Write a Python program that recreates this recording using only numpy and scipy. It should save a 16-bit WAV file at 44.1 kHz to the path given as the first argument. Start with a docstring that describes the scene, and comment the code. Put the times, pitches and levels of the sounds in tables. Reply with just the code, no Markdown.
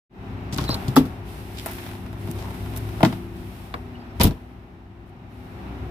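"""Loading a box into an idling pickup

Close by, slightly left, a plastic handle knocks and squeaks, a latch springs open and at last the door slams.
A jacket sleeve hisses; a cardboard box knocks, creaks, is rubbed and tapped, and is set on the bed cover.
Blows ring decaying sine modes and noise bands; squeaks are jittered tones; rubs and cloth are shaped noise.
Behind it all the engine idles: firing-rate orders, a fan tone, rumble and a resonant whirr.
"""
import sys
import numpy as np
from scipy import signal
from scipy.io import wavfile

SR = 44100
rng = np.random.default_rng(int(sys.argv[2]) if len(sys.argv) > 2 else 0)


def transcribe(u):
    """Save the signal u as a 16-bit wav file named by the first command-line argument.

    u: samples, shape (n,) or (channels, n), limited to [-1, 1]; the rate is SR.
    q: integer samples, one column per channel.
    """
    v = np.clip(np.atleast_2d(u).T, -1, 1)
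    q = np.round(v * 32767).astype(np.int16)
    wavfile.write(sys.argv[1], SR, q)


N = 260190
TIME = np.arange(N) / SR
# Half-octave noise bands: edges and centres in Hz
BAND_EDGES = 22 * 2 ** (np.arange(20) / 2)
BAND_HZ = np.sqrt(BAND_EDGES[1:] * BAND_EDGES[:-1])


def from_db(db):
    """Decibels to gain."""
    return 10 ** (np.asarray(db) / 20)


def rms_one(x):
    """Scale to unit power."""
    return x / np.sqrt(np.mean(x ** 2) + 1e-20)


def in_time(rows):
    """Each column of a curve at every sample."""
    s, *columns = np.transpose(rows)
    return [np.interp(TIME, s, column) for column in columns]


def at_hz(points, hz, axis=1):
    """Read one column of a spectrum on a log-frequency axis."""
    points = np.array(points)
    return np.interp(np.log(hz), np.log(points[:, 0]), points[:, axis])


def drift(rate):
    """Smooth chance with spread 1 that takes a new value `rate` times a second."""
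    return rms_one(np.interp(TIME * rate, np.arange(N), rng.standard_normal(N)))


def pan(x, left_db):
    """Tip a sound towards the left by a level difference."""
    return x * from_db([[left_db / 2], [-left_db / 2]])


def swell(start, length, attack_s, release_s):
    """A movement builds up, holds to the end of its length and dies away."""
    age = TIME - start
    return np.clip(age / attack_s, 0, 1) * np.exp(-np.clip((age - length) / release_s, 0, 20))


def noise_bands():
    """Half-octave bands of stereo noise, rms 1 each; sound from all sides is alike at both ports only in the bass."""
    port_spacing_m, sound_speed = 0.15, 343  # m, m/s
    white = rng.standard_normal((2, 2, N))
    bands = []
    for k, hz in enumerate(BAND_HZ):
        band_pass = signal.butter(2, BAND_EDGES[k:k + 2], "band", fs=SR, output="sos")
        mid, side = signal.sosfilt(band_pass, white[k % 2])
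        alike = 0.96 * np.sinc(2 * hz * port_spacing_m / sound_speed)
        stereo = np.sqrt(1 + alike) * mid + np.sqrt(1 - alike) * side * [[1], [-1]]
        bands.append(rms_one(stereo).astype(np.float32))
    return np.array(bands)


def coloured(bands, spectrum):
    """Steady noise of a given spectrum, rms 1."""
    # a band's power grows with its width, hence the root of its frequency
    gains = from_db(at_hz(spectrum, BAND_HZ)) * np.sqrt(BAND_HZ)
    return rms_one(np.tensordot(gains.astype(np.float32), bands, axes=1))


def resonate(x, hz, width_hz, gain):
    """Lift one resonance out of a sound."""
    return x + gain * signal.lfilter(*signal.iirpeak(hz, hz / width_hz, fs=SR), x)


def squeak(hz, gain, jitter, overtone_db, broken_db):
    """Stick-slip: a tone whose slips come unevenly in time and strength and break off, reaching the right side first."""
    phase = 2 * np.pi * np.cumsum(hz * (1 + jitter * drift(1500))) / SR
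    tone = from_db(broken_db * drift(70)) * np.sin(phase)
    for k in (2, 3):
        tone = tone + from_db(overtone_db + broken_db * drift(70)) * np.sin(k * phase)
    tone = rms_one(tone * from_db(3 * drift(600))) * gain
    left = np.interp(TIME - 0.0003, TIME, tone)
    return np.array([left, tone])


def struck(bands, blows, modes, thicket, right_lead_ms, crack_db, echo_db, echo_t60, crack_t60=0.0079):
    """Each blow cracks, then rings a thing's strong modes and its thicket of weak ones; the truck's hollows echo."""
    # Where the four columns of a blow apply: thump_hz, clack_hz, snap_hz, steel_hz
    blow_hz = (200, 1000, 4000, 12000)
    out, t = np.zeros((2, N)), TIME[:SR // 2]
    ringing = from_db(-60 * t / at_hz(thicket, BAND_HZ, axis=2)[:, None])
    crack = from_db(crack_db - 60 * t / crack_t60) * (BAND_HZ > blow_hz[1])[:, None]
    echo = from_db(echo_db - 60 * t / echo_t60)
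    onset = 1 - np.exp(-2 * t * BAND_HZ[:, None])
    decay = np.hypot(ringing + crack, echo) * onset
    # the left port hears the modes later, the right port earlier
    age = np.maximum(t - np.array([[right_lead_ms], [-right_lead_ms]]) / 2000, 0)
    for s, *colour_db in blows:
        force = list(zip(blow_hz, colour_db))
        first = round(s * SR)
        span = slice(first, first + len(t))
        gains = from_db(at_hz(force, BAND_HZ) + at_hz(thicket, BAND_HZ))
        out[:, span] += np.einsum("bt,bct->ct", gains[:, None] * decay, bands[:, :, span])
        for k, (hz, db, t60) in enumerate(modes):
            # neighbouring modes start in opposite directions, so close pairs swell before they fade
            level = from_db(at_hz(force, hz) + db - 60 * age / t60)
            out[:, span] += (-1) ** k * level * np.sin(2 * np.pi * hz * age)
    return out


def rebounds(s, blow, count, gap_s, loss_db, dulling_db):
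    """A blow repeats, each time weaker and, above the thump, duller."""
    thump_db, *upper_db = blow
    run = []
    for k in range(count):
        upper = np.array(upper_db) - k * (loss_db + dulling_db)
        run.append((s + k * gap_s, thump_db - k * loss_db, *upper))
    return run


def chatter(span_s, tick, count, spread_db):
    """Ticks of uneven strength, scattered over a stretch of time."""
    times = rng.uniform(*span_s, count)
    changes_db = spread_db * rng.uniform(-0.83, 1, count)
    return [(s, *(np.array(tick) + db)) for s, db in zip(times, changes_db)]


def engine(bands, hum_db=-3.0, rumble_db=-2, whirr_db=2.5, waver_db=3.0):
    """Exhaust orders and a fan tone, each wavering a little, over rumble and the hollow whirr of the engine bay."""
    # Mean idle speed: time_s, firing_hz
    idle = [(.2, 32.3), (3.0, 31.3), (4.0, 30.4), (4.8, 31.2), (5.9, 31.8)]
    # Loudness of exhaust and bay whirr, rising and falling, before trims: time_s, exhaust_db, bay_whirr_db
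    # (the whirr's rise near 0.77 s includes handle friction)
    loudness = [(0.3, -34.5, -46.5), (0.39, -34.5, -46), (0.77, -31, -41), (1.22, -36.5, -48),
                (1.61, -37, -50), (2.92, -33, -46.5), (3.28, -35, -50.5), (3.72, -40.5, -51),
                (4.21, -36.5, -48.5), (4.42, -42, -54), (4.89, -45.5, -57), (5.38, -41.5, -53),
                (5.68, -35, -45.5), (5.9, -32.5, -47)]
    # Exhaust harmonics: multiple of the firing rate, relative_db
    orders = [(1, -28), (2, 3.5), (3, -2.5), (4, -8), (5, -12.5), (6, -1.5), (7, -19), (8, -0.5), (9, -7),
              (10, -18), (11, -1), (12, -5.5), (13, -7.5)]
    # Spectrum of the low rumble: frequency_hz, relative_db_per_hz
    rumble_colour = [(22, -48), (33, -9), (48, 10), (80, 8.5), (130, 4.5), (200, 2.5), (380, -7),
                     (500, -37.5), (800, -44.5)]
    # Spectrum of the bay's whirr before its two resonances: frequency_hz, relative_db_per_hz
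    whirr_colour = [(300, -29), (520, -1), (800, -0.5), (1200, -3), (2400, -9), (3300, -16.5),
                    (4700, -25.5), (6500, -46.5), (14000, -51.5)]
    (firing_hz,), (exhaust_db, bay_db) = in_time(idle), in_time(loudness)
    turn = 2 * np.pi * np.cumsum(firing_hz * (1 + 0.004 * drift(8))) / SR
    hum = 0
    for k, db in orders:
        level = from_db(db + waver_db * drift(7))
        hum = hum + level * np.sin(k * turn + rng.uniform(0, 2 * np.pi))
    fan_hz = 103.4 * (1 + 0.0207 * drift(9.7))
    fan_tone = rms_one(np.sin(2 * np.pi * np.cumsum(fan_hz) / SR))
    fan = from_db(-7 + waver_db * drift(5.24)) * fan_tone
    low = from_db(hum_db) * rms_one(hum) + fan + from_db(rumble_db) * coloured(bands, rumble_colour)
    whirr = resonate(coloured(bands, whirr_colour), hz=761, width_hz=185, gain=1.0)
    whirr = rms_one(resonate(whirr, hz=2266, width_hz=500, gain=0.082))
    exhaust = pan(from_db(exhaust_db) * low, left_db=2.5)
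    return exhaust + pan(from_db(bay_db + whirr_db) * whirr, left_db=0.5)


def sleeve(bands, trim_db=4, grain_db=0.2, uneven_db=1.0):
    """Nylon slides on nylon while the arm moves: a fine hiss that catches unevenly."""
    # Moves of the arm: start_s, length_s, level_db (before the trim)
    arm_moves = [(0.546, 0.4, -59), (1.235, 0.42, -57), (1.57, .3, -52.5), (2.16, 0.15, -58.5),
                 (2.32, 0.81, -57.5), (3.31, 0.34, -60.5), (4.14, .15, -68), (5.284, .25, -72)]
    # Cloth spectrum: frequency_hz, relative_db_per_hz
    cloth_colour = [(800, -5), (2000, 3.5), (4000, 5), (7000, -5.5), (10000, 2.5), (13000, -1), (16000, -3)]
    power = 0
    for start, length, db in arm_moves:
        power = power + (from_db(db) * swell(start, length, attack_s=0.058, release_s=0.13)) ** 2
    catching = from_db(trim_db + grain_db * drift(250) + uneven_db * drift(18))
    return np.sqrt(power) * catching * coloured(bands, cloth_colour)


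def rubs(bands, grain_db=4.5, slope_db=9):
    """Hands and box rub over plastic and cardboard: fibres catch and let go in a broad peak of noise, dB per octave."""
    # Strokes: middle_s, half_length_s (at half height), level_db (before swell and grain), centre_hz
    strokes = [(0.539, 0.015, -43, 5900), (0.733, 0.031, -39, 820), (1.587, 0.027, -42, 3530),
               (1.69, 0.026, -41.5, 1400), (1.81, 0.089, -45.5, 1870), (2.055, 0.019, -45.5, 850),
               (2.313, 0.0081, -44.5, 11000), (2.41, 0.029, -49.5, 4330), (2.455, 0.084, -43, 876),
               (2.773, 0.01, -36, 12300), (2.78, 0.039, -49, 764), (2.979, .025, -41.5, 850),
               (3.018, 0.0094, -29.5, 850), (5.085, .018, -65.5, 11500)]
    out = np.zeros((2, N))
    grains = rms_one(from_db(grain_db * drift(500)))
    for s, half, db, hz in strokes:
        span = slice(int((s - 2 * half) * SR), int((s + 2 * half) * SR))
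        gains = from_db(-slope_db * np.abs(np.log2(BAND_HZ / hz)))
        hiss = rms_one(np.tensordot(gains, bands[:, :, span], axes=1))
        out[:, span] += from_db(db) * hiss * grains[span] * np.hanning(hiss.shape[1])
    return out


def hinge(start_s=3.935, rise_hz_per_s=2100):
    """One faint, broken stick-slip squeak, rising as the swinging door gathers speed."""
    # The squeak: length_s, starting_pitch_hz, level_db
    swing = (.09, 1410, -54)
    length, hz, db = swing
    rise = rise_hz_per_s * np.clip(TIME - start_s, 0, 2 * length)
    gain = from_db(db) * swell(start_s, length, attack_s=0.04, release_s=0.043)
    return squeak(hz + rise, gain, jitter=0.018, overtone_db=-1.5, broken_db=8.5)


def handle_pivot(trim_db=1, sag_hz_per_s=9000):
    """A dry pivot squeaks in short slips; each starts sharp and sags in pitch as the pivot gives way."""
    # Slips: start_s, length_s, middle_pitch_hz, level_db (before the trim), pitch_jitter_share
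    slips = [(.645, .036, 4450, -45.5, .04), (0.679, .013, 4020, -23.5, .025),
             (0.7, 0.018, 4340, -27.5, 0.066), (0.705, .018, 4900, -32, .06),
             (0.723, 0.016, 4020, -34, 0.041), (0.739, .005, 4300, -25.5, .04)]
    out = 0
    for start, length, hz, db, jitter in slips:
        sag = sag_hz_per_s * np.clip(TIME - start - length / 2, -length, length)
        gain = from_db(db + trim_db) * swell(start, length, attack_s=0.0044, release_s=0.0043)
        out = out + squeak(hz - sag, gain, jitter, overtone_db=-24, broken_db=2)
    return out


def handle(bands):
    """Pulled plastic knocks and rings briefly, with small ticks from play in its linkage."""
    # Blows: start_s, thump_db (200 Hz), clack_db (1 kHz), snap_db (4 kHz), steel_db (12 kHz)
    blows = [(0.526, -23.5, -36, -38.5, -56), (0.5756, -38, -42, -47, -33),
             (0.5833, -24.5, -22.5, -28, -49), (0.6144, -20.5, -47, -69, -58),
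             (0.691, -18.5, -25, -43.5, -36), (0.7424, -28, -37, -40, -41), (.8815, -15, -47, -37, -38.5)]
    # Strong modes: pitch_hz, relative_db, t60_s
    modes = [(128.7, 0.5, 0.14), (224, -1, 0.041), (303, -3.5, 0.075), (773, -12, 0.073),
             (1074, 0.5, 0.056), (4330, -8, 0.029)]
    # Weak modes between them: frequency_hz, relative_db_per_half_octave, t60_s
    thicket = [(60, -12, 0.075), (253, -5.5, 0.072), (535, -13.5, 0.11), (1050, -6.5, 0.1),
               (2130, -13.5, 0.062), (3640, 0, 0.045), (7460, -6.5, 0.059), (13000, -8.5, 0.072)]
    # Linkage tick before its random change: thump_db, clack_db, snap_db, steel_db
    tick = (-36, -46, -46.5, -50)
    linkage = chatter((0.53, 0.77), tick, count=12, spread_db=4.5)
    return struck(bands, [*blows, *linkage], modes, thicket, right_lead_ms=0.16,
                  crack_db=3.0, echo_db=-12, echo_t60=0.17)


def latch(bands):
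    """The latch springs open, and its blows ring the door."""
    # Blows: start_s, thump_db (200 Hz), clack_db (1 kHz), snap_db (4 kHz), steel_db (12 kHz)
    blows = [(0.959, -46, -41, -31.5, -22), (0.9644, -24.5, -11.5, -23.5, -22.5),
             (0.9719, -10.5, -28, -43, -39), (1.054, -32, -64, -50, -44)]
    # Strong modes of the door: pitch_hz, relative_db, t60_s
    modes = [(151, -3, 0.17), (260.3, 9, 0.18), (296, 0.5, 0.19), (426, 1, 0.12), (640, -20, 0.15),
             (968, 2, 0.025), (1150, -2.5, 0.087), (1320, 5, 0.025), (1663, -24, 0.03), (3370, -2, 0.11),
             (4340, -17, 0.077)]
    # Weak modes between them: frequency_hz, relative_db_per_half_octave, t60_s
    thicket = [(60, -21, 0.31), (258, -5.5, 0.2), (550, -8, 0.15), (1210, -2.5, 0.041), (1900, -19, 0.21),
               (4330, -2, 0.091), (7200, -13.5, 0.11), (12900, -9, 0.1)]
    return struck(bands, blows, modes, thicket, right_lead_ms=0.084,
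                  crack_db=-10, echo_db=-20.5, echo_t60=0.33)


def box(bands):
    """Hollow cardboard knocks against the truck, creaks in the grip and rings under pattering fingertips."""
    # Blows: start_s, thump_db (200 Hz), clack_db (1 kHz), snap_db (4 kHz), steel_db (12 kHz)
    blows = [(1.6602, -36.5, -30.5, -41, -28), (2.2854, -23.5, -51, -48, -69),
             (3.0060, -30, -27.5, -54, -48), (3.0305, -8.5, -13, -24, -34),
             (3.0493, -30, -18.5, -24.5, -39.5), (3.0580, -14, -49, -44, -53),
             (3.1260, -36, -35.5, -42, -58)]
    # Strong modes: pitch_hz, relative_db, t60_s
    modes = [(117, -5.5, 0.18), (159.6, -3.5, 0.15), (245.3, -10.5, 0.25), (319, 0, 0.09), (659, 4, 0.065),
             (766, 0, 0.044), (885, 1.5, 0.044), (1039, -5, 0.08), (1423, -7, 0.065), (1987, -6, 0.075),
             (2136, 0.5, 0.026), (2570, -7, 0.049), (3170, -9, 0.069), (3720, -14, 0.039)]
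    # Weak modes between them: frequency_hz, relative_db_per_half_octave, t60_s
    thicket = [(61, -26.5, 0.072), (251, -1.5, 0.15), (473, -12, 0.04), (800, -7.5, 0.073),
               (2000, -8, 0.044), (3670, -6.5, 0.064), (6560, -14.5, 0.15), (12400, -3.5, 0.053)]
    # First fingertip tap: thump_db, clack_db, snap_db, steel_db
    tap = (-56, -51, -47, -41)
    # Cardboard creak before its random change: thump_db, clack_db, snap_db, steel_db
    creak = (-62, -46.5, -54, -58.5)
    patter = rebounds(1.7135, tap, count=4, gap_s=0.019, loss_db=4.0, dulling_db=2.0)
    creaks = chatter((1.67, 2.95), creak, count=22, spread_db=5.5)
    return struck(bands, [*blows, *patter, *creaks], modes, thicket, right_lead_ms=0.066,
                  crack_db=7.5, echo_db=-16, echo_t60=0.31)


def bed_cover(bands):
    """The box is set down, and the bed cover rings shortly."""
    # Blow: start_s, thump_db (200 Hz), clack_db (1 kHz), snap_db (4 kHz), steel_db (12 kHz)
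    blows = [(3.7405, -29.5, -26.5, -30.5, -50)]
    # Strong modes: pitch_hz, relative_db, t60_s
    modes = [(492, -5, 0.066), (970, 2.5, 0.035), (1147, 5.5, 0.041), (2280, -1, 0.032), (3430, 2.5, 0.013),
             (3970, 2, 0.01), (4660, -2, .025)]
    # Weak modes between them: frequency_hz, relative_db_per_half_octave, t60_s
    thicket = [(100, -10, 0.15), (1000, -2.5, 0.068), (4200, -18, 0.021), (6000, -18, .03),
               (13000, -4, .04)]
    return struck(bands, blows, modes, thicket, right_lead_ms=0.28,
                  crack_db=-4, echo_db=-13.5, echo_t60=0.28)


def air_push(s, width_s, peak_db):
    """The closing door squeezes the air behind its seal: one smooth pressure bump, in step at both sides."""
    return from_db(peak_db) * np.exp(-((TIME - s) / width_s) ** 2)


def slam(bands):
    """The door meets the striker, the latch snaps over it in two stages, and the door lands on its seal."""
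    # Blows: start_s, thump_db (200 Hz), clack_db (1 kHz), snap_db (4 kHz), steel_db (12 kHz)
    blows = [(4.1987, -14.5, -27, -31, -39), (4.204, -31.5, -19.5, -35.5, -46.5),
             (4.2082, -17.5, -32, -29.5, -32.5), (4.2125, -29, -19.5, -22.5, -26.5),
             (4.234, -32.5, -39.5, -34.5, -16), (4.2707, -33.5, -41, -42.5, -36.5),
             (4.3090, -30.5, -38, -48.5, -65)]
    # Strong modes of the body: pitch_hz, relative_db, t60_s
    modes = [(52.2, 6, 0.067), (90, 3, 0.074), (120, -1, 0.095), (159, -4.5, 0.23), (226, -2.5, 0.081),
             (286, -1, 0.088), (421, -12, .16), (632, -11, .14), (807, -4, 0.04), (986, -2, 0.077)]
    # Weak modes between them: frequency_hz, relative_db_per_half_octave, t60_s
    thicket = [(30.09, -13, 0.15), (250, -13.5, 0.21), (550, -9.5, 0.13), (887, -10, 0.13),
               (1686, -11.5, 0.11), (3770, -1.5, 0.087), (7430, -6.5, 0.056), (13100, -4, 0.076)]
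    # First landing on the seal: thump_db, clack_db, snap_db, steel_db
    seal_blow = (-12, -28, -29, -35.5)
    landing = rebounds(4.241, seal_blow, count=4, gap_s=0.0107, loss_db=5.0, dulling_db=1.7)
    body = struck(bands, [*blows, *landing], modes, thicket, right_lead_ms=0.055,
                  crack_db=5, echo_db=-27, echo_t60=0.24)
    return body + air_push(s=4.247, width_s=0.0036, peak_db=-7.0)


def scene():
    """Handle, latch, box and slam over the idling engine."""
    steady, ringing = noise_bands(), noise_bands()
    background = engine(steady) + sleeve(steady)
    friction = rubs(ringing) + hinge() + handle_pivot()
    blows = handle(ringing) + latch(ringing) + box(ringing) + bed_cover(ringing) + slam(ringing)
    return background + friction + pan(blows, left_db=2.0)


def record(dry, port_hz=12900, port_width_hz=1800, port_gain=1.13, low_cut_hz=42, top_cut_hz=15300):
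    """The microphone loses the deepest bass and its right port rings in the treble; a fade-in and a top cut follow."""
    low_cut = signal.butter(2, low_cut_hz, "high", fs=SR, output="sos")
    left, right = signal.sosfilt(low_cut, dry)
    heard = np.array([left, resonate(right, port_hz, port_width_hz, port_gain)])
    fade_in = np.clip((TIME - 0.095) / 0.17, 0, 1)
    limited = np.clip(heard * fade_in, -1, 1)
    top_cut = signal.ellip(10, 0.1, 90, top_cut_hz, fs=SR, output="sos")
    return signal.sosfilt(top_cut, limited)


dry = scene()
out = record(dry)
transcribe(out)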